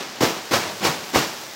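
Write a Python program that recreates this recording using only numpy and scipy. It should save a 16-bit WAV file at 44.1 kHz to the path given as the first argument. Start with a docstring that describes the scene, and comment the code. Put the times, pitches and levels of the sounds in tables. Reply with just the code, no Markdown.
"""Under a wet plastic cover stretched over a hoop frame, a hand pushes up four times against the film.
At each blow creases crinkle as the hand meets them; the film snaps taut, radiating pressure pulses
and a low thump from its damped modes, then shakes out in a dying rustle. Short reflections gather
beneath the cover. Between blows a steady hiss and a light patter on the cover remain."""
import sys
import numpy as np
from scipy import signal
from scipy.fft import rfft, irfft
from scipy.io import wavfile

SR = 44100
rng = np.random.default_rng(int(sys.argv[2]) if len(sys.argv) > 2 else 0)


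def generate_wav(sig):
    """Save sig (samples, or channels by samples) to the path in sys.argv[1] as 16-bit PCM at SR."""
    pcm = np.round(np.clip(np.atleast_2d(sig).T, -1, 1) * 32767).astype(np.int16)
    wavfile.write(sys.argv[1], SR, pcm)


N = 68355

# Spectrum of the hiss: frequency_hz, relative_density_db
HISS_SPECTRUM = [(30, -41), (65, -13.5), (140, -2.5), (300, 0.5), (600, 1.5), (1500, -1), (3000, -3),
                 (5700, -4), (7200, -9.5), (9500, -19), (15500, -17.5)]
# Slow drift of the hiss: time_s, level_db
HISS_LEVEL = [(0, -31.5), (.13, -35.5), (.47, -35.5), (.78, -36.5), (1.08, -36), (1.4, -35.5),
              (1.55, -37.5)]
# Drift of its treble: time_s, gain_db
HISS_TREBLE = [(0, -2), (.12, -1.5), (.45, 1.5), (.78, 5), (1.1, 4), (1.55, 4)]
# Spectrum of the dying rustle: frequency_hz, relative_density_db
RUSTLE_SPECTRUM = [(40, -30), (100, -2.5), (300, -0.5), (650, 3.5), (1300, -3), (2800, -5), (5800, -9),
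                   (9300, -20), (15500, -37)]
# The film flaps back or a crease ticks: start_s, level_db, t60_s
FLAPS = [(.003, -28, 0.13), (0.364, -32.5, 0.3), (0.63, -27, 0.4), (1.015, -39, 0.04), (1.222, -26, 0.12),
         (1.289, -35, 0.12), (1.335, -32, 0.038)]
# Swings of the slack cover: start_s, level_db, pitch_hz, t60_s
WOBBLES = [(0.205, -28, 116, 0.12), (.226, -23.5, 223, 0.086), (.232, -41, 52, 0.13),
           (0.271, -33.5, 327, 0.34), (.524, -32, 61.6, 0.065), (0.536, -23.5, 234, 0.12),
           (.575, -46, 104.3, 0.42), (.72, -43, 200, 0.14), (.840, -36, 60.4, 0.091), (.841, -25, 330, .09),
           (.885, -22.5, 158, 0.078), (1.151, -27, 62, 0.092), (1.157, -23, 326.6, 0.17),
           (1.183, -26.5, 139, 0.15)]
# Resonances of the cover and the air under it: pitch_hz, relative_level_db, t60_s
COVER_MODES = [(141, -27, .2), (195, -24, .16), (228, -22, .18), (277, -25, .2), (337, -22, .22),
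               (391, -23, .2), (430, -25, .18), (750, -23, .2), (942, -23, .16), (1118, -24, .18),
               (1245, -23, .18), (1566, -24, .15), (2130, -24, .14)]
# Spectrum of the shuddering sheet: frequency_hz, relative_density_db
FLUTTER_SPECTRUM = [(40, -35), (80, -14), (130, -3), (220, 5.5), (340, 4.5), (500, 1), (900, -12.5),
                    (2500, -38)]
# Single creases giving way: peak_s, level_db
CRACKS = [(.233, -19), (0.519, -21), (.538, -15.5), (.564, -20), (.857, -24), (.872, -20), (1.149, -16.5),
          (1.226, -36)]
# Spectrum of a crack: frequency_hz, relative_density_db
CRACK_SPECTRUM = [(300, 3.5), (1000, 5.5), (3000, 0.5), (5500, -5), (9300, -16), (15500, -13.5)]
# Spectrum of the crinkling film: frequency_hz, relative_density_db
CRINKLE_SPECTRUM = [(100, -29), (250, -19), (500, -2), (1000, -3), (2000, -6), (3200, -9), (5500, -9),
                    (7200, -14), (9300, -23.5), (15500, -21)]
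# Blows of the hand: touch_s, taut_s, crinkle_touch_db, crinkle_taut_db, crinkle_t60_s,
# flutter_touch_db, flutter_taut_db, rustle_db, rustle_t60_s
BLOWS = [(0.207, 0.238, -23.5, -18, 0.45, -21.5, -22, -38, 1),
         (0.511, .542, -27.5, -17, 0.35, -25.5, -28.5, -25, 1),
         (0.807, 0.85, -45, -16, 0.37, -43.5, -23.5, -26.5, 0.98),
         (1.132, 1.162, -32.5, -16.5, 0.48, -36, -22, -31, 0.46)]
# Pressure pulses of the slapping film: centre_s, peak_db, centre_hz
SLAPS = [(0.2088, -18.5, 550), (0.231, -9, 475), (0.2354, -7, 226), (0.516, -21.5, 400), (0.5396, -11, 660),
         (.852, -16.5, 297), (.858, -12, 800), (1.159, -2.5, 810), (1.163, -10, 292)]

ONSET_S = 0.0013


def from_db(db):
    """Amplitude grows tenfold for every 20 dB."""
    return 10 ** (np.asarray(db) / 20)


def unit_rms(x):
    """Normalisation to a mean power of one."""
    return x / np.sqrt(np.mean(x ** 2) + 1e-20)


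def seconds():
    """Uniform sampling of time."""
    return np.arange(N) / SR


def gain_curve(points):
    """Gain interpolated linearly in decibels over time."""
    return from_db(np.interp(seconds(), *np.transpose(points)))


def colour(x, spectrum):
    """Linear filtering weights each frequency of a steady sound; rms 1."""
    hz, db = np.transpose(spectrum)
    log_hz = np.log(np.maximum(np.fft.rfftfreq(N, 1 / SR), 1))
    gain = from_db(np.interp(log_hz, np.log(hz), db))
    return unit_rms(irfft(rfft(x) * gain, N))


def decay(start_s, t60_s):
    """Exponential damping after a sudden onset: 60 dB lost in t60_s."""
    age = seconds() - start_s
    return np.clip(age / ONSET_S, 0, 1) * np.exp(-np.log(1000) * np.maximum(age, 0) / t60_s)


def swell(touch_s, taut_s, touch_db, taut_db, t60_s):
    """Forced, then free motion: the level ramps from touch to tautness, then decays exponentially."""
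    t = seconds()
    onset = np.clip((t - touch_s) / ONSET_S + 1, 0, 1)
    ramp = gain_curve([(touch_s, touch_db), (taut_s, taut_db)])
    return onset * ramp * np.exp(-np.log(1000) * np.maximum(t - taut_s, 0) / t60_s)


def resonator(x, hz, t60_s):
    """A damped oscillator answers a unit impulse with a decaying cosine of height 1."""
    radius = np.exp(-np.log(1000) / (t60_s * SR))
    pole_real = radius * np.cos(2 * np.pi * hz / SR)
    return signal.lfilter([1, -pole_real], [1, -2 * pole_real, radius ** 2], x + 1e-18)


def reflections(x, wet_db, echoes_per_s=1700):
    """Reverberation: dense, short echoes under the cover add to the direct sound."""
    echoes = rng.standard_normal(N) * (rng.random(N) < echoes_per_s / SR)
    echoes *= decay(start_s=0.0029, t60_s=0.11)
    return x + from_db(wet_db) * signal.fftconvolve(x, echoes / np.linalg.norm(echoes))[:N]


def shot_noise(per_s, spread_db):
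    """Shot noise: independent clicks, most small and a few large, with their echoes; rms 1."""
    sizes = from_db(spread_db * np.minimum(rng.exponential(1, N), 5))
    clicks = sizes * rng.choice([-1, 1], N) * (rng.random(N) < per_s / SR)
    return unit_rms(reflections(clicks, wet_db=-7.5))


def hiss(patter_share=0.26, treble_hz=7260):
    """Incoherent sources add in power: a steady hiss and a fine patter on the cover."""
    patter = np.sqrt(patter_share) * shot_noise(per_s=1500, spread_db=4)
    smooth = np.sqrt(1 - patter_share) * rng.standard_normal(N)
    noise = colour(patter + smooth, HISS_SPECTRUM)
    treble = signal.sosfiltfilt(signal.butter(2, treble_hz, "high", fs=SR, output="sos"), noise)
    return gain_curve(HISS_LEVEL) * (noise + (gain_curve(HISS_TREBLE) - 1) * treble)


def crease_noise(smooth_share=0.37):
    """Buckling creases click; countless tiny ones merge into Gaussian noise."""
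    clicks = np.sqrt(1 - smooth_share) * shot_noise(per_s=7000, spread_db=3)
    return clicks + np.sqrt(smooth_share) * rng.standard_normal(N)


def rustle():
    """Free decay: the cover rustles on after each blow, its separate flaps adding in power."""
    power = sum(swell(touch, taut, db - 7.5, db, t60) ** 2 for touch, taut, *_, db, t60 in BLOWS)
    power += sum((from_db(db) * decay(start, t60)) ** 2 for start, db, t60 in FLAPS)
    return np.sqrt(power) * colour(crease_noise(), RUSTLE_SPECTRUM)


def wobbles(rise_s=0.0045):
    """Damped oscillation: the slack cover swings as it is lifted and drops back."""
    out = np.zeros(N)
    for start, db, hz, t60 in WOBBLES:
        age = np.maximum(seconds() - start, 0)
        envelope = (1 - np.exp(-age / rise_s)) * decay(start, t60)
        out += 2 * from_db(db) * envelope * np.sin(2 * np.pi * hz * age)
    return out


def cover_resonance(x, drive_db):
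    """Forced resonance: sound on the cover drives its modes and those of the air beneath."""
    return from_db(drive_db) * sum(from_db(db) * resonator(x, hz, t60) for hz, db, t60 in COVER_MODES)


def flutter(t60_s=0.37):
    """Modal overlap: the many low modes of the shuddering sheet blend into a band of noise."""
    envelope = sum(swell(touch, taut, touch_db, taut_db, t60_s)
                   for touch, taut, _, _, _, touch_db, taut_db, _, _ in BLOWS)
    return envelope * colour(rng.standard_normal(N), FLUTTER_SPECTRUM)


def cracks(rise_s=0.0042, t60_s=0.046):
    """Snap-through: larger creases release their elastic energy in short, bright bursts."""
    bursts = sum(swell(peak_s - rise_s, peak_s, db - 9.5, db, t60_s) for peak_s, db in CRACKS)
    return bursts * colour(crease_noise(), CRACK_SPECTRUM)


def crinkle():
    """Buckling under load: creases crackle under the hand, loudest as the film comes taut."""
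    envelope = sum(swell(touch, taut, touch_db, taut_db, t60)
                   for touch, taut, touch_db, taut_db, t60, *_ in BLOWS)
    return envelope * colour(crease_noise(), CRINKLE_SPECTRUM)


def slaps(low_cut_hz=124):
    """Impulsive radiation: each slap, at its own level and pitch, compresses, then rarefies the air."""
    pulses = np.zeros(N)
    for centre_s, db, hz in SLAPS:
        phase = 2 * np.pi * hz * (seconds() - centre_s)
        pulses -= from_db(db) * phase * np.exp((1 - phase ** 2) / 2)
    pulses = signal.sosfilt(signal.butter(2, low_cut_hz, "high", fs=SR, output="sos"), pulses)
    return reflections(pulses, wet_db=-8.5)


def scene():
    """Superposition: blows and hiss, the resonance they excite and the wobbles sum in one channel."""
    film = crinkle() + cracks() + flutter() + rustle() + slaps() + hiss()
    return (film + cover_resonance(film, drive_db=-41) + wobbles())[None]


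def record(dry, overload=0.72, low_cut_hz=48, high_cut_hz=15850):
    """Saturation and band limiting: a small microphone rounds the peaks; deep bass and top are cut."""
    x = dry / (1 + (dry / overload) ** 4) ** (1 / 4)
    x = signal.sosfilt(signal.butter(4, low_cut_hz, "high", fs=SR, output="sos"), x)
    return signal.sosfilt(signal.ellip(12, .1, 80, high_cut_hz, fs=SR, output="sos"), x)


dry = scene()
out = record(dry)
generate_wav(out)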